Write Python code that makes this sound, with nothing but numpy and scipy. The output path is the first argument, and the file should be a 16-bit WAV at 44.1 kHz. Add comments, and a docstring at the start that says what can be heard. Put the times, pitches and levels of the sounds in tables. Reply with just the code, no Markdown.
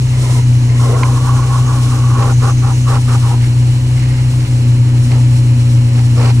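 """A crevice nozzle works a car floor mat over steady air noise and an idling engine booming in the cabin.
Air hisses in through light strokes; pressed into the pile (0.8-2.2 s) the nozzle roars in the tube's
resonances and raps the trim (1 s). Scrubbing follows, then from 3.4 s lighter brushing and a clearer
motor whine. A crossfade briefly dips the engine's level (4.5 s); a softer rap (5.1 s) and two strokes
(6 s) follow. Left and right are alike in the bass; above 11 kHz the hiss is in opposite polarity."""
import sys
import numpy as np
from scipy import signal
from scipy.fft import rfft, irfft
from scipy.io import wavfile

SR = 44100
rng = np.random.default_rng(int(sys.argv[2]) if len(sys.argv) > 2 else 0)


def unload_wav(signal):
    """Save mono or channel-first audio to the path in sys.argv[1] as 16-bit WAV at rate SR, clipped to [-1, 1]."""
    wavfile.write(
        sys.argv[1],
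        SR,
        np.round(np.clip(np.atleast_2d(signal).T, -1, 1) * 32767).astype(np.int16),
    )


N = 282240
T = np.arange(N) / SR
HZ = np.maximum(np.arange(N // 2 + 1) * SR / N, 1)

# Stereo image of far sources, near sources and, in the treble, both:
# (frequency [Hz], left minus right [dB], likeness [0-1], left lead [rad])
FAR_IMAGE = [(30, .3, .999, 0), (122, 1.25, .999, -.1), (250, 2.5, .99, -.1), (400, 3.8, .92, -.1),
             (600, .5, .62, -.95), (1100, 2.5, .43, -1.05), (1600, 0, .55, -.5), (2000, -2, .36, -.8),
             (2900, -2, .75, -2.15), (3800, -2.2, .63, -3.2)]
NEAR_IMAGE = [(400, 2.6, .96, -.16), (500, 4.3, .9, -.86), (600, -1.3, .82, -1.76), (700, -1.9, .66, -1.2),
              (800, 2.7, .9, -1.06), (950, -9, .6, .5), (1100, -1.7, .96, .34), (1300, -3.5, .8, .1),
              (1600, -3, .6, -.6), (2000, .5, .38, -2.6), (2900, -.7, .65, -2.6), (3400, .3, .6, -3.4)]
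TREBLE_IMAGE = [(4200, -3, .25, -4.5), (4700, -2.3, .35, -3.2), (5400, -1.5, .68, .1), (6000, -3, .58, .2),
                (7000, 0, .7, .47), (8000, 1.7, .64, 1.78), (9500, 1.8, .55, 1.7), (10500, .8, .7, 2.57),
                (11300, 0, .95, 3.08), (12200, 0, 1, np.pi)]


def amp(db):
    """Decibels to gain."""
    return 10 ** (np.asarray(db) / 20)


def in_time(rows):
    """A (time, value) curve, per sample."""
    return np.interp(T, *np.transpose(rows))


def in_hz(rows):
    """Table columns interpolated over log frequency."""
    hz, *columns = np.transpose(rows)
    return [np.interp(np.log(HZ), np.log(hz), c) for c in columns]


def drift(corner_hz):
    """Slow random wander, standard deviation 1."""
    slow = irfft(rfft(rng.standard_normal(N)) / (1 + (HZ / corner_hz) ** 2), N)
    return slow / slow.std()


def gate(start_s, end_s):
    """Stroke envelope: swells ever faster until it bites, then stops short."""
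    swell_s, bite_s, stop_s = 0.05, 0.02, 0.024
    swell = np.clip(1 + (T - start_s - bite_s) / swell_s, 0, 1) ** 3
    return swell * np.sin(np.pi / 2 * np.clip((end_s - T) / stop_s + .5, 0, 1)) ** 2


def resonances(modes):
    """Magnitude spectrum of resonances summed in power."""
    return np.sqrt(sum(amp(db) ** 2 / (1 + ((HZ - hz ** 2 / HZ) / width_hz) ** 2) ** 2
                       for hz, width_hz, db in modes))


def stereo(x, image):
    """Mono to left and right, with the image's balance and phase."""
    balance_db, _, lead_rad = in_hz(image + TREBLE_IMAGE)
    left_gain = amp(balance_db / 2) * np.exp(.5j * lead_rad)
    return irfft(rfft(x) * np.array([left_gain, 1 / left_gain]), N)


def noise(spectrum, image):
    """Coloured noise, partly common to both channels; rms 1."""
    alike = in_hz(image + TREBLE_IMAGE)[1]
    shared, *own = rfft(rng.standard_normal((3, N))) * spectrum
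    blends = [irfft(np.sqrt(alike) * shared + np.sqrt(1 - alike) * part, N) for part in own]
    out = np.array([stereo(blend, image)[side] for side, blend in enumerate(blends)])
    return out / out.std()


def steady_air():
    """Airflow and engine rumble; the hose lifts a few bands."""
    spectrum = [(22, -33), (30, 14.5), (110, 11.5), (160, 11.5), (200, 6), (300, 11), (600, -3.5),
                (880, 1.5), (1400, -6.5), (2000, -4), (2900, -3.5), (3800, -15.5), (8000, -13.5),
                (10500, -57), (15000, -11)]  # (frequency [Hz], relative density [dB])
    hose_modes = [(2260, 160, -6), (2950, 120, 3), (4200, 520, 10.5), (4960, 390, 1)]  # (frequency [Hz], width [Hz], gain [dB])
    hose = np.sqrt(1 + resonances(hose_modes) ** 2)
    return amp(-28 + .5 * drift(27)) * noise(hose * amp(in_hz(spectrum)[0]), FAR_IMAGE)


def suction_motor():
    """Thin, wandering whine, heard better once the arm moves off."""
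    levels = [(3.3, -48), (3.9, -44), (5.9, -42), (6.1, -48)]  # (time [s], rms level [dB])
    whine_hz = 545.7
    cycles = whine_hz * np.cumsum(1 + 0.00795 * drift(5.5)) / SR
    whine = np.sqrt(2) * amp(in_time(levels) + 1.8 * drift(32)) * np.sin(2 * np.pi * cycles)
    return stereo(whine, FAR_IMAGE)


def engine():
    """Sines on shaft orders: the fourth is the firing note, fractions come from unequal cylinders."""
    idle_speed = [(0.1, 31.33), (0.5, 30.56), (0.7, 30.35), (0.9, 30.54), (1.25, 31.17), (1.7, 31.03),
                  (2.15, 30.53), (2.9, 30.91), (3.3, 30.13), (3.5, 30.36), (4.0, 31.18), (4.25, 31.17),
                  (4.66, 30.33), (5.2, 30.63), (5.7, 30.18), (6.25, 30.12)]  # (time [s], shaft speed [Hz])
    orders = [(1.0, -31), (1.25, -40), (2.0, -31), (2.5, -38), (3.0, -26), (3.25, -41), (3.5, -31),
              (3.625, -31), (3.75, -36), (3.875, -35), (4.0, -9), (4.25, -37), (4.75, -38), (6.0, -44),
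              (7.75, -39), (8.0, -29), (9.0, -42), (10.0, -36)]  # (multiple of shaft speed, base rms level [dB])
    cabin_boom = [(0, -3.5), (.5, 0.5), (1.5, -1.5), (2.2, 0), (2.9, -1), (3.4, 0), (4.2, -2), (4.7, 1),
                  (6.4, 1)]  # swell as the listener moves in the cabin: (time [s], gain [dB])
    first_overtone, crest_s = 7, 4.75  # whole orders from here up crest together and throb
    # A splice-like crossfade briefly dips the tone's level and shifts its phase.
    crossfade_s, crossfade_width_s, shift_turns = 4.47, 0.06, 0.114
    shaft_hz = in_time(idle_speed)
    turns = np.cumsum(shaft_hz) / SR
    turns -= turns[int(crest_s * SR)]
    lope_db = 1.5 + 7.5 * (shaft_hz - shaft_hz.mean())
    fade = np.clip((T - crossfade_s) / crossfade_width_s + .5, 0, 1)
    boom_db = in_time(cabin_boom)
    out = np.zeros(N)
    for order, db in orders:
        whole, overtone = order % 1 == 0, order >= first_overtone
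        phase = 2 * np.pi * (order * turns + (.25 if whole and overtone else rng.random()))
        tone = (1 - fade) * np.sin(phase) + fade * np.sin(phase - 2 * np.pi * order * shift_turns)
        waver_db = .8 if whole and not overtone else 2.2  # firings differ
        swell_db = boom_db * ((order == 4) + 1.4 * overtone) + lope_db * (order == 2)
        out += np.sqrt(2) * amp(db + swell_db + waver_db * drift(13.5)) * tone
    return stereo(out, FAR_IMAGE)


def trim_raps():
    """The nozzle strikes the trim and rings its modes; in phase on both sides, a little louder right."""
    raps = [(1.0338, 0, 2), (5.1175, -12.5, 9)]  # (time [s], gain [dB], tilt [dB/octave])
    modes = [(1040, -21, 0.023), (1620, -1, 0.013), (2130, 4, 0.013), (2360, -3, 0.022), (2920, -8, 0.014),
             (4200, -1.5, 0.005)]  # (frequency [Hz], relative level [dB], T60 [s])
    pivot_hz, contact_s = modes[2][0], 0.00035
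    out = np.zeros(N)
    for start_s, rap_db, tilt in raps:
        age_s = np.maximum(T - start_s, 0)
        contact = 1 - np.exp(-age_s / contact_s)
        for hz, db, t60_s in modes:
            level_db = rap_db + db + tilt * np.log2(hz / pivot_hz) - 9.5
            decay_db = 60 * np.minimum(age_s / t60_s, 4)
            out += contact * amp(level_db - decay_db) * np.sin(2 * np.pi * hz * age_s)
    return out * amp(db=[[-1], [1]])


def gestures():
    """Gains of the nozzle's layers from pressing, scrubbing and brushing; overlaps add in power."""
    press_roar = [(.8, -18), (.83, -25), (.91, -28.5), (1.03, -22.5), (1.14, -29), (1.17, -24), (1.22, -31),
                  (1.28, -23), (1.32, -27.5), (1.37, -24), (1.48, -28.5), (1.57, -18.5), (1.62, -33.5),
                  (1.71, -23), (1.77, -28.5), (1.89, -33), (1.94, -24.5), (2.03, -31), (2.18, -25.5)]  # held in the pile: (time [s], roar [dB])
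    press_rub = [(.8, -30.5), (.92, -23), (1.05, -29.5), (1.2, -34.5), (1.85, -35.5), (2.18, -41)]  # pile friction meanwhile: (time [s], rub [dB])
    strokes = [(0.12, 0.217, -43, 0, -37), (0.213, 0.403, -34.5, 0.26, -32), (0.67, 0.804, -44.5, 0.3, -36),
               (2.165, 2.324, -23.5, 0.42, -26), (2.407, 2.516, -23.5, 0.2, -27),
               (2.618, 2.718, -25, 0.7, -38), (2.863, 2.98, -21.5, 0.33, -28.5),
               (3.073, 3.164, -24, 0.37, -34), (3.208, 3.283, -28.5, 0.4, -41),
               (3.271, 3.346, -27.5, 1, -31.5), (5.094, 5.196, -33.5, 1, -35),
               (5.946, 6.005, -36, 0.5, -32), (6.16, 6.305, -26.5, 0.73, -27)]  # scrubbing: (start [s], end [s], roar [dB], hollow share [0-1], rub [dB])
    brushes = [(0.106, 0.436, -49, -39), (0.676, 0.963, -45, -40), (3.414, 3.478, -36.5, -38.5),
               (3.955, 4.207, -40.5, -43), (4.386, 4.487, -39.5, -41), (5.088, 5.165, -37, -36),
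               (5.943, 6.001, -33, -45), (6.161, 6.317, -29, -40.5)]  # lip over fibres: (start [s], end [s], swish [dB], rush [dB])
    jet_floor = [(0, -34), (.18, -31), (.22, -26), (.38, -28.5), (.43, -34.5), (.74, -34), (.81, -26),
                 (.95, -29.5), (2.15, -31.5), (2.36, -34.5), (2.8, -33.5), (3.2, -30), (3.5, -34)]  # hiss between strokes: (time [s], level [dB])
    press_hollow_share, hollow_lag_s = 0.2, 0.013  # the hollow sounds late, as a stroke closes it
    held = gate(press_roar[0][0], press_roar[-1][0])
    roar = (held * amp(in_time(press_roar))) ** 2
    rub = (held * amp(in_time(press_rub))) ** 2
    tube, hollow = (1 - press_hollow_share) * roar, press_hollow_share * roar
    scrub = np.zeros(N)
    for start_s, end_s, roar_db, hollow_share, rub_db in strokes:
        envelope = gate(start_s, end_s)
        power = (envelope * amp(roar_db)) ** 2
        tube += (1 - hollow_share) * power
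        hollow += hollow_share * np.roll(power, int(hollow_lag_s * SR))
        scrub += power
        rub += (envelope * amp(rub_db)) ** 2
    swish, rush = scrub * amp(-14) ** 2, np.zeros(N)
    for start_s, end_s, swish_db, rush_db in brushes:
        envelope = gate(start_s, end_s)
        swish += (envelope * amp(swish_db)) ** 2
        rush += (envelope * amp(rush_db)) ** 2
    jet = amp(in_time(jet_floor)) ** 2 + scrub * amp(-8) ** 2  # strokes squeeze more air through the gap
    return np.sqrt([tube, hollow, rub, swish, rush, jet, scrub])


def air_hiss(jet_gain):
    """The jet hisses through the gap; the tip adds a whistly band while held down."""
    jet_spectrum = [(2500, 5.5), (3400, 5.5), (4600, 0), (5400, 4), (6500, 1), (8000, 3.5), (10500, 0),
                    (15000, -1.5)]  # (frequency [Hz], relative density [dB])
    tip_modes = [(6000, 380, -7), (6530, 540, -5)]  # (frequency [Hz], width [Hz], relative level [dB])
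    tip_levels = [(.7, -46), (.85, -44), (1.6, -43), (2.2, -43.5), (2.75, -37.5), (3.4, -72)]  # (time [s], level [dB])
    highpass = 1 / (1 + (2500 / HZ) ** 4)
    jet = jet_gain * amp(1.4 * drift(11)) * noise(highpass * amp(in_hz(jet_spectrum)[0]), NEAR_IMAGE)
    tip = amp(in_time(tip_levels) + 2.5 * drift(13)) * noise(resonances(tip_modes), NEAR_IMAGE)
    return jet + tip


def tube_roar():
    """Turbulence rings resonances that follow the tube's wandering note."""
    note = [(.3, 1008), (.83, 1040), (1.3, 1083), (2.0, 1135), (2.3, 1094), (3.1, 1147), (3.4, 1056),
            (6.2, 1126)]  # (time [s], frequency [Hz])
    modes = [(1, 141, 5), (1.27, 256, -6.5), (1.55, 400, -16)]  # (ratio to the note, width [Hz], relative level [dB])
    cycles = np.cumsum(in_time(note) * (1 + .02 * drift(14))) / SR
    out = np.zeros(N)
    for ratio, width_hz, db in modes:
        i, q = irfft(rfft(rng.standard_normal((2, N))) / (1 + (2 * HZ / width_hz) ** 2), N)
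        phase = 2 * np.pi * ratio * cycles
        out += amp(db) * (i * np.cos(phase) + q * np.sin(phase))
    return stereo(out / out.std(), NEAR_IMAGE)


def nozzle():
    """Tube and hollow roar, fibres scrape past the lip, air hisses above."""
    # Resonances: (frequency [Hz], width [Hz], relative level [dB])
    hollow_modes = [(805, 56, 9.5), (954, 170, 1.5)]  # cavity under the lip
    rub_modes = [(400, 115, -5.5), (477, 42, -2.5), (566, 100, -5), (687, 140, -9.5)]  # rubbed pile
    swish_modes = [(1400, 480, 6), (1820, 910, 5.5), (2390, 620, 7.5), (2800, 630, 5.5), (4500, 2700, 3.5)]  # brushed fibres
    rasp_modes = [(1307, 200, 4), (1800, 150, -2.5)]  # lip dragged through the pile
    rush_modes = [(1890, 220, -4), (2100, 160, 1)]  # air past the lifted lip
    tube_gain, hollow_gain, rub_gain, swish_gain, rush_gain, jet_gain, scrub_gain = gestures()
    judder = drift(18)  # lip over the fibres
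    roar = tube_gain * amp(1.5 * judder) * tube_roar()
    hollow = hollow_gain * amp(0.54 * drift(25)) * noise(resonances(hollow_modes), NEAR_IMAGE)
    rub = rub_gain * amp(drift(40)) * noise(resonances(rub_modes), NEAR_IMAGE)
    swish = swish_gain * amp(1.5 * judder + 2.5 * drift(90)) * noise(resonances(swish_modes), FAR_IMAGE)
    rasp = scrub_gain * amp(-9 + 1.5 * drift(70)) * noise(resonances(rasp_modes), NEAR_IMAGE)
    rush = rush_gain * amp(2.8 * judder) * noise(resonances(rush_modes), FAR_IMAGE)
    return roar + hollow + rub + swish + rasp + rush + air_hiss(jet_gain)


def scene():
    """All sources in stereo."""
    return steady_air() + engine() + nozzle() + suction_motor() + trim_raps()


def record(dry):
    """Soft peak limit, then a steep low-pass."""
    ceiling, cutoff_hz = .97, 15700
    rounded = dry / (1 + (dry / ceiling) ** 8) ** (1 / 8)
    return signal.sosfilt(signal.ellip(14, .3, 80, cutoff_hz, fs=SR, output="sos"), rounded)


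dry = scene()
out = record(dry)
unload_wav(out)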